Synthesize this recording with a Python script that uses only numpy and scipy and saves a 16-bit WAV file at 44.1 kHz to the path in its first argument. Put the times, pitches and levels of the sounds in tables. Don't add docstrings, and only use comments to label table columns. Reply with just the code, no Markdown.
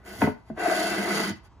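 import sys
import numpy as np
from scipy import signal
from scipy.fft import rfft, irfft, next_fast_len
from scipy.io import wavfile

SR = 44100
rng = np.random.default_rng(int(sys.argv[2]) if len(sys.argv) > 2 else 0)


def wav_out(sig):
    wavfile.write(sys.argv[1], SR, np.round(np.clip(np.atleast_2d(sig).T, -1, 1) * 32767).astype(np.int16))


def field_ratio(decibels):
    return 10 ** (np.asarray(decibels, dtype=float) / 20)


N = 70560

# time in seconds, place along the rim from 0 to 1.
PLACE_ON_RIM = [(0, 0.69), (.3, 0.8), (.56, 0.5), (1.32, 0.9), (1.6, 1)]


def rms_one(x):
    return x / np.sqrt(np.mean(x ** 2) + 1e-20)


def in_time(rows):
    s, *columns = np.transpose(rows)
    return [np.interp(np.arange(N) / SR, s, c) for c in columns]


def at_hz(points, hz):
    table_hz, values = np.transpose(points)
    return np.interp(np.log(hz + 1), np.log(table_hz), values)


def colour(x, gain):
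    size = next_fast_len(2 * N)
    hz = np.arange(size // 2 + 1) * SR / size
    return irfft(rfft(x, size) * gain(hz), size)[..., :N]


def drift(rate_hz):
    r = np.exp(-2 * np.pi * rate_hz / SR)
    noise = rng.standard_normal(N + SR)
    return rms_one(signal.lfilter([1], [1, -2 * r, r * r], noise)[SR:])


def ring(x, hz, width_hz):
    r, w = np.exp(-np.pi * width_hz / SR), 2 * np.pi * hz / SR
    return signal.lfilter([.5, 0, -.5], [1, -2 * r * np.cos(w), r * r], x + 1e-18)


def wide_ring(x, hz, share):
    width_hz = share * hz
    return ring(x, hz, width_hz) * 2 * np.pi * width_hz / SR


def mode(x, hz, width_hz):
    return ring(wide_ring(x, hz, .6), hz, width_hz)


def floor():
    # frequency in Hz, level in dB per Hz.
    rumble_spectrum = [(18, -13), (30, 7), (104, 12.5), (152, 0), (565, -13), (955, -6), (1300, -14),
                       (1730, -22), (9000, -37.5), (11700, -81), (19800, -120)]
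    rumble_db, whine_db, whine_hz = -53.5, -78, 910
    common, *own = rng.standard_normal((3, N))
    air = colour(common + 0.37 * np.array(own), lambda hz: field_ratio(at_hz(rumble_spectrum, hz)) * (hz > 40))
    whine = rms_one(ring(common, whine_hz, 90))
    return field_ratio(rumble_db + 2.0 * drift(14)) * rms_one(air) + field_ratio(whine_db) * whine


def pressure():
    # time in seconds, cutting hiss in dB, drive into the shell in dB.
    stroke = [(.03, -87, 21.5), (.062, -58, 12), (.13, -55, 6), (.195, -53.5, 4.5), (.222, -46, 18),
              (.29, -58, 11.5), (.36, -83, 9.5), (.545, -87, 15), (.575, -65, 23), (.6, -51, 16),
              (.66, -45, 14), (.77, -39.5, 6.5), (.88, -40, 6.5), (.97, -43.5, 9), (1.1, -42.5, 10.5),
              (1.166, -36, 5.5), (1.296, -43.5, 8), (1.335, -66, 7)]
    # time in seconds, level in dB.
    brushes = [
        (0.489, -74.5),
        (1.371, -70),
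        (1.455, -68),
    ]
    lift_off_db_per_s, brush_s = 411, .015
    t = np.arange(N) / SR
    hiss_db, drive_db = in_time(stroke)
    gain = field_ratio(hiss_db - lift_off_db_per_s * np.maximum(t - stroke[-1][0], 0))
    for s, db in brushes:
        gain = gain + field_ratio(db) * np.exp(-.5 * ((t - s) / brush_s) ** 2)
    return gain, field_ratio(drive_db)


def fibres():
    ticks_per_s, spread_db, flicker_db, flicker_hz = 6000, 1.5, .8, 120
    sizes = field_ratio(spread_db * np.minimum(rng.exponential(1, N), 4)) * rng.standard_normal(N)
    torn = rng.random(N) < ticks_per_s / SR
    return rms_one(sizes * torn * field_ratio(flicker_db * drift(flicker_hz)))


def iron():
    # frequency in Hz, level in dB per Hz.
    hiss_spectrum = [(2000, -10), (2400, 0), (3300, 2), (5600, 1.5), (8000, -2), (10800, -6), (12000, -15),
                     (15500, -1.5)]
    # frequency in Hz, width in Hz, level over the hiss in dB,
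    # place where loudest from 0 to 1, loss one stroke away in dB.
    iron_modes = [(2702, 22, 5.5, 0, 28), (3062, 95, -12.5, 0.42, -13), (4436, 66, -6.5, 0.07, 23),
                  (4664, 74, -7, 0.5, -1), (6530, 47, -14.5, 0.6, 5), (7130, 97, -6, 0.14, 19.5),
                  (9630, 2200, -4, .5, 19)]
    slide_ends_s, sheen_db, sheen_hz = .4, 5, 8000
    tear = fibres()
    place, = in_time(PLACE_ON_RIM)
    edge = colour(tear, lambda hz: field_ratio(at_hz(hiss_spectrum, hz)) / (1 + (1800 / (hz + 1)) ** 4))
    high_pass = signal.butter(2, sheen_hz, "high", fs=SR, output="sos")
    sheen = signal.sosfilt(high_pass, fibres()) * (np.arange(N) < slide_ends_s * SR)
    rings = np.zeros(N)
    for hz, width_hz, db, best, lost_db in iron_modes:
        rings += field_ratio(db - lost_db * (place - best) ** 2) * rms_one(ring(tear, hz, width_hz))
    gain, _ = pressure()
    return gain * (rms_one(edge) + rings + field_ratio(sheen_db) * sheen)


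def shell():
    # frequency in Hz, width in Hz, level where loudest in dB,
    # place where loudest from 0 to 1, loss one stroke away in dB.
    shell_modes = [(201.7, 23.6, 1, 1, 70), (314.3, 17.7, -7.5, 1, -8), (334.8, 7.6, 3.5, 0, 21),
                   (370.7, 34, -4, 0.71, 69), (440.6, 54, -5, 0.24, 11), (640, 24, 0, .2, 30),
                   (675, 20, 2, .2, 40), (713, 20, 2, .25, 45) , (854, 240, -9, .4, -0.5),
                   (1215, 220, -8, 0.2, 4), (1487, 32, -8.5, 1, 0), (1561, 17, -5.5, .28, 35),
                   (1660, 310, -10, 1, 16), (1998, 71, -7, 0.69, 60)]
    # time in seconds, level in dB, pitch of the jolt in Hz.
    catches = [(.606, -28, 680), (.634, -27, 680), (.6580, -18, 680), (.688, -26, 680), (.7180, -18, 690),
               (.7460, -23, 690), (.7735, -24, 690), (.802, -24, 700), (.572, -36, 680), (.835, -29, 700),
               (.870, -29, 700), (.780, -33, 1550), (.950, -35, 2025), (1.010, -31, 200), (1.085, -28, 360),
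               (1.147, -24, 300), (1.166, -23, 200)]
    wood_band_hz, wood_bed_db, wander_db = [265, 2160], 2, .8
    gain, drive = pressure()
    place, = in_time(PLACE_ON_RIM)
    tear = fibres() * gain * drive
    jolts = np.zeros(N)
    for s, db, hz in catches:
        click = field_ratio(db) * (np.arange(N) == int(s * SR))
        jolts += wide_ring(click, hz, .2)
    band = signal.butter(3, wood_band_hz, "band", fs=SR, output="sos")
    out = field_ratio(wood_bed_db) * signal.sosfilt(band, tear)
    for hz, width_hz, db, best, lost_db in shell_modes:
        own = tear * rng.choice([-1, 1], N) * field_ratio(wander_db * drift(4.2))
        push = own * np.sqrt(4 * np.pi * width_hz / SR) + jolts
        out += mode(push * field_ratio(db - lost_db * (place - best) ** 2), hz, width_hz)
    return out


def knocks():
    # time in seconds, level in dB, contact cut-off in Hz,
    # share in the bench from 0 to 1.
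    blows = [
        (0.187, -29.5, 197, 0.8),
        (0.2183, -8.5, 3380, 0.61),
        (0.2234, -13, 583, 0.6),
        (0.2383, -18, 740, 0.78),
        (.2670, -32, 3500, 1),
        (0.2722, -16, 940, 1),
        (.2860, -25.5, 1140, 1),
        (.5000, -26.5, 1500, 0),
        (1.298, -30, 428, 0.48),
    ]
    # frequency in Hz, level in dB, decay time t60 in seconds.
    bench_modes = [(102, -1.5, 0.092), (209, -9, 0.03), (250.1, 0, 0.15), (269.4, -10, 0.12),
                   (422, -7, 0.17), (613.5, -14, 0.2), (695, 3, 0.013), (903.4, -2.5, 0.066),
                   (991, -22.5, 0.21), (1322, -7.5, 0.023), (1438, -29, 0.18), (2060, -27, 0.036),
                   (2488, -15, 0.02)]
    rim_modes = [(91, -1, 0.21), (154, -1.5, 0.19), (218.2, 5, 0.12), (233, -12, 0.058), (358.5, -13, 0.24),
                 (440, -23, 0.069), (643, -6.5, 0.061), (1260, -25, .04), (1500, -16, .04)]
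    modes = [*bench_modes, *rim_modes]
    out = np.zeros(N)
    luck_db = rng.normal(0, 1.5, (len(blows), len(modes)))
    for (s, db, cut_hz, share), row in zip(blows, luck_db):
        click = np.zeros(SR // 2)
        click[0] = field_ratio(db)
        contact = signal.butter(2, [cut_hz / 6, cut_hz], "band", fs=SR, output="sos")
        click = signal.sosfilt(contact, click)
        gains = [share] * len(bench_modes) + [1 - share] * len(rim_modes)
        rung = np.zeros(SR // 2)
        for (hz, level_db, t60), g, v in zip(modes, gains, row):
            width_hz = np.log(1000) / np.pi / t60
            rung += g * field_ratio(level_db + v) * mode(click, hz, width_hz)
        i = int(s * SR)
        out[i:i + SR // 2] += rung[:N - i]
    return out


def cracks():
    # start in seconds, level in dB.
    ticks = [
        (.2178, -30),
        (.2405, -36),
        (.267, -36),
    ]
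    t60 = 0.004
    t = np.arange(N) / SR
    shape = sum(field_ratio(db - 60 * np.abs(t - s) / t60) * (t >= s) for s, db in ticks)
    return colour(shape * rng.standard_normal(N), lambda hz: hz / (hz + 800) / (1 + hz / 4000))


def workshop(x):
    # frequency in Hz, level of the reflections in dB.
    wet_spectrum = [(100, -16), (400, -14), (1200, -6), (2500, -1), (5500, -2), (7500, -13), (8600, -22),
                    (13000, -26)]
    early_t60, late_t60, late_db, wall_hz = 0.068, 0.26, -3, 4100
    t = np.arange(SR) / SR
    early, *late = rng.standard_normal((3, SR))
    late = signal.lfilter([1], [1, -np.exp(-2 * np.pi * wall_hz / SR)], late)
    early = rms_one(early * field_ratio(-60 * t / early_t60))
    late = rms_one(late * field_ratio(-60 * t / late_t60))
    response = (early * [[1], [-1]] + field_ratio(late_db) * late) / np.sqrt(SR)
    wet = signal.fftconvolve(x[None], response)[:, :N]
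    return colour(wet, lambda hz: field_ratio(at_hz(wet_spectrum, hz)))


def scene():
    near = shell() + iron() + knocks() + cracks()
    near = signal.sosfilt(signal.butter(3, 82, "high", fs=SR, output="sos"), near)
    return near + workshop(near) + floor()


def roll_off(x):
    return signal.sosfilt(signal.butter(12, 15930, fs=SR, output="sos"), x)


def record(dry):
    # frequency in Hz, lead of the right port in radians.
    port_phase = [(200, 0), (1700, 0), (5200, -2.2), (6300, 0), (8650, 3.14), (11050, 6.28), (13400, 9.42),
                  (15700, 12.57)]
    # frequency in Hz, left over right in dB.
    port_balance = [(150, -1.5), (300, 1), (700, 1), (1700, 0.5), (3000, 1), (5300, -4.5), (6800, -1.5),
                    (15000, 2)]
    side = np.array([[1], [-1]])

    def response(hz):
        level = field_ratio(side * at_hz(port_balance, hz) / 2)
        turn = np.exp(-.5j * side * np.interp(hz, *np.transpose(port_phase)))
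        return (hz < 15300) * level * turn

    return roll_off(colour(dry, response))


dry = scene()
out = record(dry)
wav_out(out)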